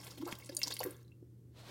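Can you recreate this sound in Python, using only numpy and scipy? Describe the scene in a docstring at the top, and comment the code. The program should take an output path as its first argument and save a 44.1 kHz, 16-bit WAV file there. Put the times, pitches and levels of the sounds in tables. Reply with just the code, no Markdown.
"""In a quiet kitchen, water is poured into a saucepan of fish and peppers.
A thin stream patters on the food, lumps of water slop down and big air pockets glug.
Drops tick as they land and trap small bubbles that ring. The pan echoes the stream, drops and slops,
and the room echoes all the water. An appliance hums over a low rumble; a soft hiss swells at the end."""
import sys
import numpy as np
from scipy import signal
from scipy.fft import rfft, irfft
from scipy.io import wavfile
from scipy.ndimage import uniform_filter1d

SR = 44100
rng = np.random.default_rng(int(sys.argv[2]) if len(sys.argv) > 2 else 0)


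def log_audio(samples):
    """Write samples as a 16-bit WAV file to the path given in sys.argv[1]."""
    # one column per channel
    frames = np.atleast_2d(samples).T
    # limit to full scale, then quantise
    limited = np.clip(frames, -1, 1)
    pcm = np.round(limited * 32767).astype(np.int16)
    wavfile.write(sys.argv[1], SR, pcm)


N = 74970
T = np.arange(N) / SR

# How loud the stream is over time: time_s, level_db
STREAM_LEVEL = [(0, -52), (.12, -59), (.22, -58.5), (.3, -55), (.43, -60), (.54, -62.5), (.65, -57.5),
                (.7, -53.5), (.77, -70), (.83, -57.5), (.9, -64), (1, -74), (1.3, -130)]
# The stream's tone, from low to high: pitch_hz, level_db
STREAM_TONE = [(300, -2.5), (480, -1), (800, -0.5), (1100, -4.5), (2500, 0.5), (4500, 4), (8000, 1),
               (15000, 0)]
# Echoes off the pan walls: delay_s, gain
WALL_ECHOES = [(.0019, 0.26), (.0037, 0.25)]
# Notes at which the pan and the air in it ring: pitch_hz, level_db
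PAN_NOTES = [(310, -50.5), (500, -55.5), (1090, -50), (1453, -58), (1593, -57), (2030, -51.5), (2740, -51),
             (3420, -54), (3880, -60), (4585, -55.5), (4860, -64.5), (5180, -62.5), (5600, -56)]
# The tone of the room's echo: pitch_hz, level_db
ROOM_TONE = [(150, -14), (400, 0.5), (1500, -11), (9000, -1)]
# The tone of the room's rumble: pitch_hz, level_db
RUMBLE_TONE = [(30, -41.5), (50, -22), (72, 5), (170, -1), (240, -6), (330, -2.5), (450, -11), (700, -30),
               (2500, -39), (15000, -38.5)]
# Drops landing: start_s, bubble_pitch_hz, bubble_db, tick_db
DROP_HITS = [(.017, 5470, -50, -82), (.066, 3500, -51.5, -65), (0.112, 4680, -49, -50),
             (0.181, 3130, -51.5, -54.5), (0.276, 12600, -46, -46), (0.3259, 1820, -48, -36.5),
             (0.323, 3330, -43, -45), (0.353, 3880, -54, -48), (0.387, 15800, -40.5, -48),
             (0.4229, 2210, -50, -72), (0.4467, 7700, -46.5, -55), (0.4946, 4960, -41.5, -49),
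             (0.492, 1676, -52, -43), (0.549, 8650, -38, -40.5), (0.567, 6940, -27.5, -49),
             (.567, 9460, -22, -37), (0.568, 4664, -33, -64), (0.591, 14600, -32, -35),
             (0.599, 2730, -51, -60), (.617, 2300, -41, -39), (0.6211, 2757, -39.5, -46),
             (.632, 5240, -20, -31), (0.6361, 4830, -24.5, -38), (.680, 5020, -55, -32.5),
             (0.706, 3540, -39.5, -42.5), (0.722, 3916, -32, -41), (0.725, 4400, -30.5, -58),
             (.739, 9640, -31.5, -38.5), (.746, 7460, -44, -51), (0.755, 4760, -47, -48),
             (0.767, 2980, -49.5, -37), (0.7909, 11380, -27.5, -49), (.793, 4550, -34, -71),
             (0.804, 4946, -40.5, -38), (0.812, 2910, -40, -67), (0.832, 1856, -40, -34),
             (0.8386, 12340, -31, -30.5), (.863, 10300, -51, -47), (0.908, 9380, -39.5, -49),
             (0.945, 3460, -58.5, -75), (0.966, 6250, -60.5, -59), (1.005, 3940, -65.5, -84.5),
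             (1.029, 6340, -62, -65), (1.0481, 3990, -64, -80), (1.0794, 3984, -60.5, -70),
             (1.1185, 2677, -60, -83)]
# The basic tone that all ticks share: pitch_hz, level_db
TICK_TONE = [(500, -14), (1500, -1), (8000, 2), (15000, 6.5)]
# Lumps of water landing: start_s, level_db, pitch_hz, fade_s (a fade is the time to fall by 60 dB)
SLOP_HITS = [(0.042, -50, 10570, 0.052), (0.106, -53, 5100, 0.057), (0.116, -49, 960, 0.023),
             (0.222, -52, 900, 0.046), (0.254, -50, 5730, 0.039), (.263, -47.5, 583, 0.23),
             (.273, -48, 980, 0.31), (.458, -48, 7400, 0.055), (.671, -39.5, 5800, .04),
             (.672, -52.5, 610, 0.083), (0.701, -49, 520, 0.11), (.804, -36.5, 613, 0.086),
             (.848, -56, 1390, 0.41), (.848, -41, 352, 0.17)]
# Big air pockets, and last a low knock: peak_s, pitch_hz, glide_per_s (as a share of the pitch), level_db,
# swell_s, fade_s
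GLUG_NOTES = [(0.181, 350, 5, -47.5, .005, 0.04), (.207, 281, -1, -41, 0.01, 0.24),
              (.236, 329, 4, -31, .01, 0.033), (.268, 349, 6, -39.5, 0.025, 0.042),
              (0.283, 1305, 5.5, -44.5, 0.0067, 0.085), (0.328, 214, 0.5, -37.5, 0.0018, 0.025),
              (.497, 552, -0.3, -39, 0.0018, 0.044), (0.498, 290, -2.1, -41, .003, .04),
              (.526, 356, -3, -48.5, 0.0059, 0.26), (.588, 566, -1, -51, 0.0068, 0.064),
              (.677, 947, -3, -42, .003, 0.016), (.808, 761, -1, -41, 0.0022, 0.093),
              (.812, 482, -13, -43.5, 0.0024, 0.049), (0.868, 359, -2, -33.5, 0.01, 0.063),
              (1.228, 325, 6, -42.5, .002, 0.02)]
# How loud the hiss is over time: time_s, level_db
HISS_SWELL = [(1.48, -105), (1.565, -63.5), (1.595, -56), (1.625, -61), (1.7, -51.5)]
# The tone of the hiss: pitch_hz, level_db
HISS_TONE = [(290, 6.5), (600, 9), (1700, -1), (4200, 1), (6500, -8), (15000, -16.5)]


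def from_db(db):
    """Turn decibels into a gain, a number to multiply a sound by."""
    return 10 ** (np.asarray(db) / 20)


def rms_one(x):
    """Scale a sound so that its average strength (rms) is 1."""
    return x / np.sqrt(np.mean(x ** 2) + 1e-20)


def level(rows):
    """Gain over time, from rows of time_s, level_db."""
    return from_db(np.interp(T, *np.transpose(rows)))


def tone_gain(tone, hz):
    """Gain at a pitch, from rows of pitch_hz, level_db."""
    pitches, db = np.transpose(tone)
    return from_db(np.interp(np.log(np.maximum(hz, 1)), np.log(pitches), db))


def noise(tone):
    """Steady noise with the given tone."""
    hz = np.arange(N // 2 + 1) * SR / N
    return rms_one(irfft(rfft(rng.standard_normal(N)) * tone_gain(tone, hz), N))


def fade(t, fade_s):
    """Start at 1 and fall by 60 dB every fade_s seconds."""
    return np.exp(-np.log(1000) * t / fade_s)


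def rise(t, rise_s):
    """Climb smoothly from 0 towards 1."""
    return 1 - np.exp(-t / rise_s)


def wander(smooth_s=0.015):
    """A smooth random wobble around zero."""
    size = int(smooth_s * SR)
    smoothed = uniform_filter1d(rng.standard_normal(N), size, mode="wrap")
    return rms_one(uniform_filter1d(smoothed, size, mode="wrap"))


def add(out, start_s, sound):
    """Mix a sound in at its start time."""
    i = int(start_s * SR)
    out[i:i + len(sound)] += sound[:N - i]


def ring(x, hz, fade_s):
    """Make every click in x ring as one fading note."""
    keep, angle = fade(1 / SR, fade_s), 2 * np.pi * hz / SR
    return signal.lfilter([np.sin(angle)], [1, -2 * keep * np.cos(angle), keep * keep], x + 1e-18)


def stream(bubbles_per_s=6000, size_spread_db=3.6, patchy_db=2, surge_db=4, ring_cycles=30):
    """The uneven stream patters as many tiny, short bubbles; the small, high ones come most often."""
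    pitches = np.geomspace(280, 15000, 36)
    shares = np.sqrt(pitches) / np.sqrt(pitches).sum()
    out = np.zeros(N)
    for hz, share in zip(pitches, shares):
        size_db = size_spread_db * np.minimum(rng.exponential(1, N), 3.5) + patchy_db * wander()
        sizes = from_db(size_db) * rng.choice([-1, 1], N)
        clicks = sizes * (rng.random(N) < bubbles_per_s * share / SR)
        bubbles = ring(clicks, hz, fade_s=min(ring_cycles / hz, 0.04))
        out += tone_gain(STREAM_TONE, hz) * rms_one(bubbles)
    return level(STREAM_LEVEL) * rms_one(out * from_db(surge_db * wander()))


def pan(x, flutter_db=-8):
    """Sound bounces off the pan walls, blurs into a short flutter and makes the pan ring faintly."""
    echoes = noise([(100, 10), (2000, 6)]) * fade(T, 0.043) * rise(T, 0.0022)
    echoes *= from_db(flutter_db) / np.linalg.norm(echoes)
    echoes[0] += 1  # the sound itself
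    for delay_s, gain in WALL_ECHOES:
        echoes[int(delay_s * SR)] += gain
    ringing = sum(from_db(db) * ring(x, hz, fade_s=0.19) for hz, db in PAN_NOTES)
    return signal.fftconvolve(x, echoes)[:N] + ringing


def room_echo(x, level_db=-14, split_hz=6000):
    """The many echoes of a small room blend into one short tail."""
    tail = np.zeros(N)
    for side, fade_s in (("low", 0.33), ("high", 0.34)):
        band = signal.butter(2, split_hz, side, fs=SR, output="sos")
        tail += signal.sosfilt(band, noise(ROOM_TONE)) * fade(T, fade_s)
    tail *= rise(T, 0.0083)
    return from_db(level_db) * signal.fftconvolve(x, tail / np.linalg.norm(tail))[:N]


def hum_and_rumble(hum_hz=119.8, hum_db=-58, rumble_db=-62):
    """An appliance hums on one steady note over the room's low rumble."""
    hum = np.sqrt(2) * np.sin(2 * np.pi * (hum_hz * T + rng.random()))
    return from_db(hum_db) * hum + from_db(rumble_db) * noise(RUMBLE_TONE)


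def tick(t, bubble_hz, fall_db_per_octave=9, crack_db=6.5):
    """A drop lands with a sharp crack and a short noise, strongest near its bubble's pitch."""
    hz = np.maximum(np.arange(len(t) // 2 + 1) * SR / len(t), 1)
    octaves_away = np.abs(np.log2(hz / bubble_hz))
    tone = tone_gain(TICK_TONE, hz) * from_db(-fall_db_per_octave * octaves_away)
    burst = rms_one(irfft(rfft(rng.standard_normal(len(t))) * tone, len(t)))
    return burst * (fade(t, 0.02) + from_db(crack_db) * fade(t, 0.003)) / 2


def drops(glide_per_s=1.3, spray_count=6, spray_spread=0.13):
    """Each drop ticks and traps a bubble with a spray of fainter ones; all ring and rise in pitch."""
    out, t = np.zeros(N), T[:SR // 10]
    for start_s, hz, bubble_db, tick_db in DROP_HITS:
        fade_s = 0.023 * (4000 / hz) ** 0.89  # higher bubbles fade sooner
        shape = fade(t, fade_s) * rise(t, 0.00023)
        phase = 2 * np.pi * hz * t * (1 + glide_per_s * t / 2)
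        add(out, start_s, from_db(bubble_db) * shape * np.sin(phase) + from_db(tick_db) * tick(t, hz))
        # The spray is 13 dB below its bubble, and weaker still for bubbles under -49 dB.
        spray_db = bubble_db - 13 + 0.7 * min(bubble_db + 49, 0)
        pitch_steps = np.linspace(-1.3, 1.5, spray_count) + rng.uniform(-0.22, 0.3, spray_count)
        for ratio in np.exp(spray_spread * pitch_steps):
            add(out, start_s + rng.uniform(0, 0.0022), from_db(spray_db) * shape * np.sin(ratio * phase))
    return out


def slops(slaps_per_s=7000, width_ratio=1.405):
    """A lump of water lands as a fading cluster of small slaps."""
    out, t = np.zeros(N), T[:SR // 3]
    for start_s, db, hz, fade_s in SLOP_HITS:
        slaps = rng.standard_normal(len(t)) * (rng.random(len(t)) < slaps_per_s / SR)
        band = signal.butter(2, [hz / width_ratio, hz * width_ratio], "band", fs=SR, output="sos")
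        splash = rms_one(signal.sosfilt(band, slaps))
        add(out, start_s, from_db(db) * splash * fade(t, fade_s) * rise(t, 0.0007))
    return out


def glugs(wobble_share=0.039):
    """Each big air pocket swells into a low, gliding, wobbling note and dies away; the last row is a short low
    knock."""
    out = np.zeros(N)
    for peak_s, hz, glide_per_s, db, swell_s, fade_s in GLUG_NOTES:
        t = T - peak_s
        shape = np.exp(np.minimum(t, 0) / swell_s) * fade(np.maximum(t, 0), fade_s)
        pitch_hz = hz * (1 + glide_per_s * t + wobble_share * wander())
        cycles = np.cumsum(pitch_hz) / SR
        out += from_db(db) * shape * np.sin(2 * np.pi * (cycles - cycles[int(peak_s * SR)]))
    return out


def hiss():
    """A soft hiss swells at the end."""
    return level(HISS_SWELL) * noise(HISS_TONE)


def scene():
    """Mix the water, its echoes and the background into one channel."""
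    water = pan(drops() + slops() + stream()) + glugs()
    return (water + room_echo(water) + hum_and_rumble() + hiss())[None]


def record(dry, cutoff_hz=16000):
    """Cut away the very highest sounds."""
    return signal.sosfilt(signal.ellip(10, 0.2, 70, cutoff_hz, fs=SR, output="sos"), dry)


dry = scene()
out = record(dry)
log_audio(out)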